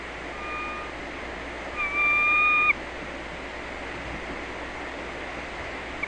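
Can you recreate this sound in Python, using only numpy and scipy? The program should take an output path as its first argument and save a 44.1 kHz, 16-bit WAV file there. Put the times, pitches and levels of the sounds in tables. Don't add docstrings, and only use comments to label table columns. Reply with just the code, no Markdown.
import sys
import numpy as np
from scipy import signal
from scipy.fft import rfft, irfft, next_fast_len
from scipy.io import wavfile
from scipy.ndimage import uniform_filter1d, map_coordinates

SR = 44100
rng = np.random.default_rng(int(sys.argv[2]) if len(sys.argv) > 2 else 0)


def unload_wav(signal):
    wavfile.write(
        sys.argv[1],
        SR,
        np.round(np.clip(np.atleast_2d(signal).T, -1, 1) * 32767).astype(np.int16),
    )


N = 267687


def amp(db):
    return 10 ** (np.asarray(db) / 20)


def unit(x):
    return x / np.sqrt(np.mean(x ** 2) + 1e-20)


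def curves(rows):
    times, *columns = np.transpose(rows)
    return [np.interp(np.arange(N) / SR, times, column) for column in columns]


def wobble(rate):
    knots = rng.standard_normal(int(N * rate / SR) + 4)
    return map_coordinates(knots, [np.arange(N) * rate / SR])


def swell(top_s, rise_s, fall_s, steep=2):
    t = np.arange(N) / SR - top_s
    return np.exp(-np.abs(t / np.where(t < 0, rise_s, fall_s)) ** steep)


def filtered(x, response):
    size = next_fast_len(len(x) + SR // 2)
    gain = response(np.fft.rfftfreq(size, 1 / SR))
    return irfft(rfft(x, size) * gain, size)[:len(x)]


def rush(spectrum, patchy_db):
    grid = signal.stft(rng.standard_normal(N), nperseg=512)[2]
    patches = uniform_filter1d(rng.standard_normal(grid.shape), size=5, axis=0)
    patches = uniform_filter1d(patches, size=16, axis=1)
    noise = signal.istft(grid * amp(patchy_db * unit(patches)), nperseg=512)[1][:N]
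    f, db = np.transpose(spectrum)

    def colour(hz):
        return amp(np.interp(np.log(hz + 1), np.log(f), db, right=-120))
    return unit(filtered(noise, colour))


def eagle():
    return soft_whistle() + loud_whistle() + chirp()


FULL_HZ, FULL_DB = 1227.4, -22
FUNDAMENTAL_DB = -4.5
FUNDAMENTAL_GROWS, THIRD_GROWS = 0.54, 1.25
THROAT_DB_PER_HZ = 0.115


def voice(pitch, gain, third_db, jitter, shimmer_db):
    phase = 2 * np.pi * np.cumsum(pitch * (1 + jitter * wobble(140))) / SR
    effort = gain / amp(FULL_DB)
    throat = amp(THROAT_DB_PER_HZ * (pitch - FULL_HZ))
    fundamental = amp(FUNDAMENTAL_DB) * effort ** FUNDAMENTAL_GROWS * np.sin(phase)
    octave = effort * np.sin(2 * phase)
    third = amp(third_db) * effort ** THIRD_GROWS * np.sin(3 * phase)
    tone = octave + throat * (fundamental + third)
    return np.sqrt(2) * amp(FULL_DB + shimmer_db * wobble(40)) * tone


SAG_HZ, SAG_S = 91, 0.024


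def sag(top_s):
    return SAG_HZ * np.clip(1 + (np.arange(N) / SR - top_s) / SAG_S, 0, 2) ** 2


# start_s, pitch_hz, octave_level_db
LOUD_NOTE = [(1.76, 1208, -49), (1.784, 1216, -34.5), (1.806, 1204, -27.5), (1.848, 1165, -27),
             (1.89, 1147, -33.5), (1.906, 1151, -35.5), (1.998, 1190, -23.5), (2.062, 1182, -23),
             (2.24, 1198, -23), (2.458, 1225, -21.5), (2.602, 1213, -22.5), (2.666, 1227, -24),
             (2.68, 1227, -24)]
# top_s, level_db, rise_s, fall_s
YELP_PUSHES = [(2.706, -20, 0.017, 0.0078), (6.0375, -22, 0.0076, 0.0066)]
ONSET_S, HELD_DB = 0.015, 0.3


def loud_whistle():
    pitch, level_db = curves(LOUD_NOTE)
    top_s, push_db, rise_s, fall_s = YELP_PUSHES[0]
    held = amp(level_db + HELD_DB) * swell(LOUD_NOTE[0][0], ONSET_S, np.inf)
    push = amp(push_db) * swell(top_s, rise_s, np.inf)
    cutoff = swell(top_s, np.inf, fall_s, steep=2.8)
    return voice(pitch - sag(top_s), (held + push) * cutoff, third_db=-22.5, jitter=0.0011, shimmer_db=0.15)


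CHIRP_HZ = 1215


def chirp():
    top_s, level_db, rise_s, fall_s = YELP_PUSHES[1]
    gain = amp(level_db) * swell(top_s, rise_s, fall_s, steep=2.5)
    return voice(CHIRP_HZ - sag(top_s), gain, third_db=-16, jitter=0.002, shimmer_db=0.0)


# top_s, pitch_hz at the top, octave_level_db, rise_s, fall_s
SOFT_SWELL = (0.565, 1216, -36.2, 0.14, 0.235)
# start_s, end_s, fade_s
SOFT_AIR = (0.24, 0.92, 0.06)
SOFT_GLIDE_HZ_PER_S = 30


def soft_whistle():
    t = np.arange(N) / SR
    top_s, hz, db, rise_s, fall_s = SOFT_SWELL
    start_s, end_s, fade_s = SOFT_AIR
    air = np.clip(np.minimum(t - start_s, end_s - t) / fade_s, 0, 1)
    pitch = hz + SOFT_GLIDE_HZ_PER_S * np.clip(t - top_s, -2 * rise_s, rise_s)
    gain = amp(db) * air * swell(top_s, rise_s, fall_s)
    return voice(pitch, gain, third_db=-16, jitter=0.002, shimmer_db=0.8)


def rock_echo(x, t60, wet_db):
    t = np.arange(SR // 4) / SR
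    tail = rng.standard_normal(len(t)) * amp(-60 * t / t60) * (t > .006)
    return amp(wet_db) * signal.fftconvolve(x, tail / np.linalg.norm(tail))[:N]


# start_s, level_db before the overall trim, thud_hz at the centre of the noise band
FOOTFALLS = [(3.005, -34, 210), (3.305, -37, 195), (3.945, -35, 165), (4.045, -38, 105), (4.115, -31, 235),
             (4.292, -31, 250), (5.599, -39, 97)]


def steps(level_db, rise, width):
    out, t = np.zeros(N + SR), np.arange(SR // 4) / SR
    envelope = t / rise * np.exp(1 - t / rise)
    for start_s, db, thud_hz in FOOTFALLS:
        noise = rng.standard_normal(len(t))
        thud = filtered(noise, lambda hz: np.exp(-(np.log((hz + 1) / thud_hz) / width) ** 2))
        out[round(start_s * SR):][:len(t)] += amp(db + level_db) * unit(thud) * envelope
    return out[:N]


# top_s, rumble_db, rise_s, fall_s
WEIGHT_SHIFTS = [(4.09, -44, 0.1, 0.085), (5.56, -47, 0.043, 0.1)]


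def shuffle():
    weight = sum(amp(db) * swell(top_s, rise_s, fall_s) for top_s, db, rise_s, fall_s in WEIGHT_SHIFTS)
    rumble = [(25, -7.5), (70, 6.0), (110, -9), (200, -13), (500, -28)]  # frequency_hz, relative_db
    return weight * rush(rumble, patchy_db=2.0)


# frequency_hz, relative_db
ROAR_COLOUR = [(20, -1), (40, -7), (85, -7.5), (140, -9.5), (215, -7.5), (290, 0.5), (345, -1.5),
               (420, -3.5), (590, -1), (800, -4), (1000, -5.5), (1400, -8.5), (1950, -34), (3300, -120)]
# frequency_hz, relative_db
FOAM_COLOUR = [(900, -40), (1300, -10.5), (1600, -4.5), (1850, -1), (2080, 0.5), (2300, -4.5), (2550, -7),
               (3000, -11.5), (3800, -17), (5000, -22.5), (6500, -25.5), (8000, -30), (8650, -30),
               (10300, -58.5)]
# top_s, lift_db, rise_s, fall_s
LARGE_WAVE = (5.0, 0.91, 0.83, 1.1)
ROAR_DB, HISS_DB = -38.3, -39.5
HISS_DB_PER_S = 0.17


def surf():
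    t = (np.arange(N) - N / 2) / SR
    top_s, lift_db, rise_s, fall_s = LARGE_WAVE
    roar_db = ROAR_DB + lift_db * swell(top_s, rise_s, fall_s) + 0.3 * wobble(1.8)
    hiss_db = HISS_DB + HISS_DB_PER_S * t + 0.2 * wobble(2)
    roar = amp(roar_db) * rush(ROAR_COLOUR, patchy_db=0.67)
    hiss = amp(hiss_db) * rush(FOAM_COLOUR, patchy_db=0.57)
    return roar + hiss


# top_s, pitch_hz, level_db, rise_s, fall_s
DISTANT_TONE = (3, 592.5, -47, 0.24, 0.6)


def far_tone():
    top_s, hz, db, rise_s, fall_s = DISTANT_TONE
    phase = 2 * np.pi * np.cumsum(hz * (1 + 0.014 * wobble(40))) / SR
    return np.sqrt(2) * amp(db + 2.8 * wobble(18)) * swell(top_s, rise_s, fall_s) * np.sin(phase)


# pitch_hz, rms_level_db
MAINS_LINES = [(59.7, -47.5), (119.6, -66), (179.2, -58), (356.3, -52.5)]


def hum():
    t = np.arange(N) / SR
    return sum(np.sqrt(2) * amp(db) * np.sin(2 * np.pi * (hz * t + rng.random())) for hz, db in MAINS_LINES)


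def scene():
    calls = eagle()
    echo = rock_echo(calls, t60=.12, wet_db=-30.5)
    nest = calls + echo + steps(level_db=-7, rise=0.022, width=0.6) + shuffle()
    return (nest + surf() + far_tone() + hum())[None]


# low_edge_hz, high_edge_hz
DIP_EDGES = (5390, 5660)
TOP_HZ = 10300


def record(dry):
    low_hz, high_hz = DIP_EDGES

    def channel(hz):
        dip = amp(-19 * ((hz > low_hz) & (hz < high_hz)))
        return dip * (hz < TOP_HZ)
    return filtered(dry[0], channel)[None]


dry = scene()
out = record(dry)
unload_wav(out)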